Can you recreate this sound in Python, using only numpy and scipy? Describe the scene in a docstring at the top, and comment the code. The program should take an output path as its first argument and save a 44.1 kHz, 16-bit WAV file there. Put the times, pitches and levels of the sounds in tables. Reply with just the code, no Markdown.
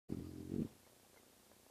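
"""A microphone opens on hiss and the faint, even ticking of a small camera's electronics.
Right beside it a hummingbird lifts off a plastic feeder, hovers, brakes and lands, air rushing through
its feathers. Each wingbeat is a low pulse of air, a sharper thump when the bird works hard; the pulses
fuse into a hum, which ends in a few uneven flaps. Then the bill taps softly, exciting the modes of
the plastic, and the tongue makes two tiny wet clicks."""
import sys
import numpy as np
from scipy import signal
from scipy.fft import rfft, irfft
from scipy.io import wavfile
from scipy.ndimage import uniform_filter1d

SR = 44100
rng = np.random.default_rng(int(sys.argv[2]) if len(sys.argv) > 2 else 0)


def to_wav(s):
    """Save 16-bit WAV."""
    ch = np.atleast_2d(s).T  # columns
    pcm = np.round(np.clip(ch, -1, 1) * 32767)  # PCM
    wavfile.write(sys.argv[1], SR, pcm.astype(np.int16))


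N = 74970
T = np.arange(N) / SR
FREQS = np.fft.rfftfreq(N, 1 / SR)
FIRST_BEAT_S, LANDING_S = .1005, .592

# Fundamental of the wing motion (time [s], rate [beats/s])
WINGBEAT_RATE = [(.10, 46.5), (.19, 38.7), (.27, 44.3), (.40, 43.1), (.48, 43.9), (.53, 47.3), (.59, 46.3)]
# Strength of the strokes (time [s], level [dB], effort [0-1])
WING_STROKE = [(.10, -45, 1), (.125, -39.5, 0.8), (.15, -48.5, 0.86), (.18, -47, 0.3), (.22, -50, 0.08),
               (.32, -55, 0), (.39, -51.5, 0.12), (.47, -53.5, 0.18), (.50, -48, 0.45), (.54, -40.5, 1),
               (.585, -41.5, 0.86)]


def amp(db):
    """Decibels to amplitude ratio."""
    return 10 ** (np.asarray(db) / 20)


def unit(x):
    """Normalisation to rms 1."""
    return x / np.sqrt(np.mean(x ** 2) + 1e-20)


def curve(table, at, column=1):
    """Linear interpolation of one column of a table."""
    columns = np.transpose(table)
    return np.interp(at, columns[0], columns[column])


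def add(mix, s, sound):
    """Superposition of a sound on the mix at time s."""
    part = mix[max(round(s * SR), 0):][:len(sound)]
    part += sound[:len(part)]


def noise(spectrum):
    """Spectral shaping of white noise, at rms 1."""
    hz, db = np.transpose(spectrum)
    gain = amp(np.interp(np.log(FREQS + 1), np.log(hz), db))
    return unit(irfft(rfft(rng.standard_normal(N)) * gain, N))


def pulse(db):
    """Minimum phase gives the most compact causal pulse with this spectrum."""
    log_gain = np.log(amp(np.maximum(np.r_[db, db[-2:0:-1]], -70)))
    return np.fft.ifft(np.exp(np.conj(signal.hilbert(log_gain)))).real


def beat_turns():
    """Phase is the integral of rate: wing cycles counted from the first beat."""
    turns = np.cumsum(curve(WINGBEAT_RATE, T)) / SR
    return turns - np.interp(FIRST_BEAT_S, T, turns)


def hiss():
    """Microphone self-noise and distant air form a stationary noise floor."""
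    # Noise spectrum (frequency [Hz], relative density [dB])
    spectrum = [(20, -8), (45, -10), (85, 9.5), (160, 3), (250, 7), (600, 3), (1000, 0), (2000, -3),
                (4000, -3), (10000, -3.43), (13000, -5), (14800, -7.5)]
    return amp(-68) * noise(spectrum)


def feather_rush(fold_s=.656, release_db_per_s=148, flicker_db=2.07, flicker_s=.016):
    """Turbulence in the feathers swells with each stroke, flickers, and dies once the wings fold."""
    # Turbulence spectrum (frequency [Hz], relative density [dB])
    spectrum = [(25, -19.5), (100, 4), (380, 0.5), (600, -10.5), (1200, -22), (2800, -25), (6000, -33.5),
                (14000, -45)]
    stroke_db = curve(WING_STROKE, T)
    db = -55.5 + .5 * (stroke_db - stroke_db.max())
    db -= release_db_per_s * np.maximum(T - fold_s, 0)
    flicker = unit(uniform_filter1d(rng.standard_normal(N), round(flicker_s * SR)))
    swell = 1 + .17 * np.cos(2 * np.pi * beat_turns())
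    return noise(spectrum) * amp(db + flicker_db * flicker) * swell


def camera_ticks(frame_hz=30, first_s=.099, low_cut_hz=86):
    """Switching transients: once a frame the electronics tick on, rebound, and tick off more softly."""
    t = (((T - first_s) * frame_hz + .5) % 1 - .5) / frame_hz  # time from the nearest switch-on

    def bump(db, at_s, width_s):
        return amp(db) * np.exp(-.5 * ((t - at_s) / width_s) ** 2)

    on = bump(-54, at_s=0, width_s=.00028)
    rebound = bump(-59, at_s=.00071, width_s=.00073)
    off = bump(-62.5, at_s=.008, width_s=.00062)
    return signal.lfilter(*signal.butter(1, low_cut_hz, "high", fs=SR), rebound - on - off)


def wingbeats(size=4096, dc_db=-28.5, rolloff_db_per_oct=36, upstroke_turn=.57):
    """A periodic train of air pulses makes a harmonic hum; effort sharpens it into single thumps."""
    # Beat spectrum in easy hovering (harmonic [number], relative level [dB])
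    hovering = [(1, -31), (2, 2), (3, -8.5), (4, -13.5), (5, -3), (6, 0), (7, 4), (8, -4.5), (9, -3.5),
                (10, -21), (11, -24), (12, -38), (13, -30)]
    # Beat spectrum at full effort (harmonic [number], relative level [dB])
    straining = [(1, -14.5), (2, 2), (3, 1), (4, 2.5), (5, 5), (6, 1.5), (7, 0.5), (8, -4), (9, -3),
                 (10, -24.5), (11, -21), (12, -53), (13, -31)]
    out, turns, hz = np.zeros(N), beat_turns(), np.fft.rfftfreq(size, 1 / SR)
    orders, easy_db = np.transpose(hovering)
    beat_numbers = np.arange(np.interp(LANDING_S, T, turns))
    for s in np.interp(beat_numbers, turns, T):
        rate, effort = curve(WINGBEAT_RATE, s), curve(WING_STROKE, s, column=2)
        scatter_db = 1.4 * (1 - .36 * effort)  # hard strokes are steadier
        db = (1 - effort) * easy_db + effort * curve(straining, orders)
        db += scatter_db * rng.standard_normal(len(orders))
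        colour = np.interp(hz / rate, np.r_[0, orders], np.r_[dc_db, db])
        octaves_above = np.log2(np.maximum(hz / rate / orders[-1], 1))
        downstroke = pulse(colour - rolloff_db_per_oct * octaves_above)
        downstroke *= amp(curve(WING_STROKE, s)) / np.sqrt(np.sum(downstroke ** 2) * rate / SR)
        upstroke = amp(-15 - 11 * effort) * downstroke
        add(out, s, downstroke)
        add(out, s + upstroke_turn / rate, upstroke)
    return out


def muffled(x, cutoff_hz=511, order=21):
    """Smooth forcing acts as a low-pass: the thumps of soft wings carry no treble."""
    return irfft(rfft(x) / np.sqrt(1 + (FREQS / cutoff_hz) ** (2 * order)), N)


def lift(lag_s=.0027, attack_s=.016, release_s=.028):
    """Lift oscillates over downstroke and upstroke, radiating the clean low tones of the hum."""
    # Tones of the lift force (harmonic [number], rms level [dB])
    tones = [(2, -55.5), (3, -59.5)]
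    turns = np.interp(T - lag_s, T, beat_turns())
    hum = sum(amp(db) * np.sqrt(2) * np.cos(2 * np.pi * order * turns) for order, db in tones)
    rise = np.clip((T - FIRST_BEAT_S) / attack_s, 0, 1)
    return hum * rise * np.exp(-np.maximum(T - LANDING_S, 0) / release_s)


def brushes(relative_width=.1):
    """Friction of feathers and feet makes short swishes of narrow-band noise."""
    # Swishes (time [s], rms level at the crest [dB], centre [Hz], length [s])
    swishes = [(0.12, -78, 4870, 0.046), (.13, -65, 826, 0.011), (0.142, -74, 1250, 0.024),
               (0.256, -72.5, 1170, 0.027), (0.274, -76, 4770, 0.11), (.36, -77.5, 1320, .012),
               (.382, -73, 5000, .01), (0.408, -71, 4640, 0.0084), (0.673, -62, 925, 0.007),
               (0.686, -81, 3400, 0.031), (1.162, -76, 1500, 0.016)]
    out = np.zeros(N)
    for s, db, hz, length in swishes:
        passband = 1 / (1 + ((FREQS / hz - 1) / relative_width) ** 2)
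        band = unit(irfft(rfft(rng.standard_normal(N)) * passband, N))
        out += amp(db) * band * np.exp(-2 * ((T - s) / length) ** 2)
    return out


def flaps(width_cycles=.27, cavity_hz=217, cavity_t60=.13):
    """Each flap pulls and pushes the air once, faintly exciting the feeder's cavity resonance."""
    # Uneven flaps at lift-off, landing and folding (time [s], level [dB], pitch [Hz])
    strokes = [(0.188, -37, 168), (.201, -41, 328), (.208, -38, 198), (0.59, -33.5, 227), (.595, -32, 197),
               (.601, -31.5, 300), (0.6072, -30.5, 165), (.6205, -27.5, 232), (0.6497, -34.5, 236),
               (.657, -37.5, 196), (0.709, -62, 152), (.746, -67, 254)]
    out = np.zeros(N)
    for s, db, hz in strokes:
        t, after = T - s, np.maximum(T - s, 0)
        push = np.sin(2 * np.pi * hz * t) * np.exp(-.5 * (t * hz / width_cycles) ** 2)
        ring = np.sin(2 * np.pi * cavity_hz * after) * np.exp(-np.log(1000) * after / cavity_t60)
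        out += amp(db) * (push + amp(-11.5) * ring)
    return out


def mode(hz, t60, attack_s):
    """A damped oscillator: a sinusoid that builds up, then decays by 60 dB in t60 seconds."""
    t = np.arange(0, .15, 1 / SR)
    envelope = (1 - np.exp(-t / attack_s)) * np.exp(-np.log(1000) * t / t60)
    return -envelope * np.sin(2 * np.pi * hz * t)


def bill_taps():
    """Each impact of the bill sets the feeder's plastic ringing in its normal modes."""
    # Impacts (time [s], peak level [dB], pitch [ratio])
    impacts = [(.71, -67, 1), (.866, -55.5, 1.02), (.874, -58.5, 1.22), (.922, -60, 1.07), (.94, -86, 1.25),
               (1.048, -59, 1.5), (1.142, -54.5, 1.05), (1.162, -56, 1.37), (1.172, -52, 0.88),
               (1.281, -59.5, 0.99), (1.325, -60, 0.94), (1.513, -65, 1.23), (1.516, -52, 1.03),
               (1.6652, -59, 1.18)]
    # Modes of the plastic (frequency [Hz], relative level [dB], t60 [s])
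    plastic_modes = [(408, -17, 0.04), (539, -4.5, 0.035), (717, -5, 0.015), (994, -13, 0.02),
                     (1600, -11, 0.019)]
    out = np.zeros(N)
    for s, db, ratio in impacts:
        ring = sum(amp(level) * mode(hz * ratio, t60, attack_s=.00024)
                   for hz, level, t60 in plastic_modes)
        add(out, s, amp(db) * ring / abs(ring).max())
    return out


def sips():
    """Each wet click of the tongue is one damped oscillation."""
    # Tongue clicks (time [s], level [dB], pitch [Hz])
    clicks = [(.848, -66, 2180), (1.173, -58.5, 2094)]
    out = np.zeros(N)
    for s, db, hz in clicks:
        add(out, s, amp(db) * mode(hz, t60=.058, attack_s=.0016))
    return out


def scene():
    """The pressures of bird, feeder and camera noise superpose in one channel."""
    wings = muffled(wingbeats() + flaps()) + lift() + feather_rush() + brushes()
    return (wings + bill_taps() + sips() + camera_ticks() + hiss())[None]


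def record(dry):
    """The microphone opens after a moment, and a low-pass limits its bandwidth."""
    open_s, fade_s, edge_hz = .088, .012, 14850
    opened = dry * np.clip((T - open_s) / fade_s + .5, 0, 1) ** 2
    low_pass = signal.firwin(511, edge_hz, window=("kaiser", 9), fs=SR)
    return signal.oaconvolve(opened, low_pass[None], "same")


dry = scene()
out = record(dry)
to_wav(out)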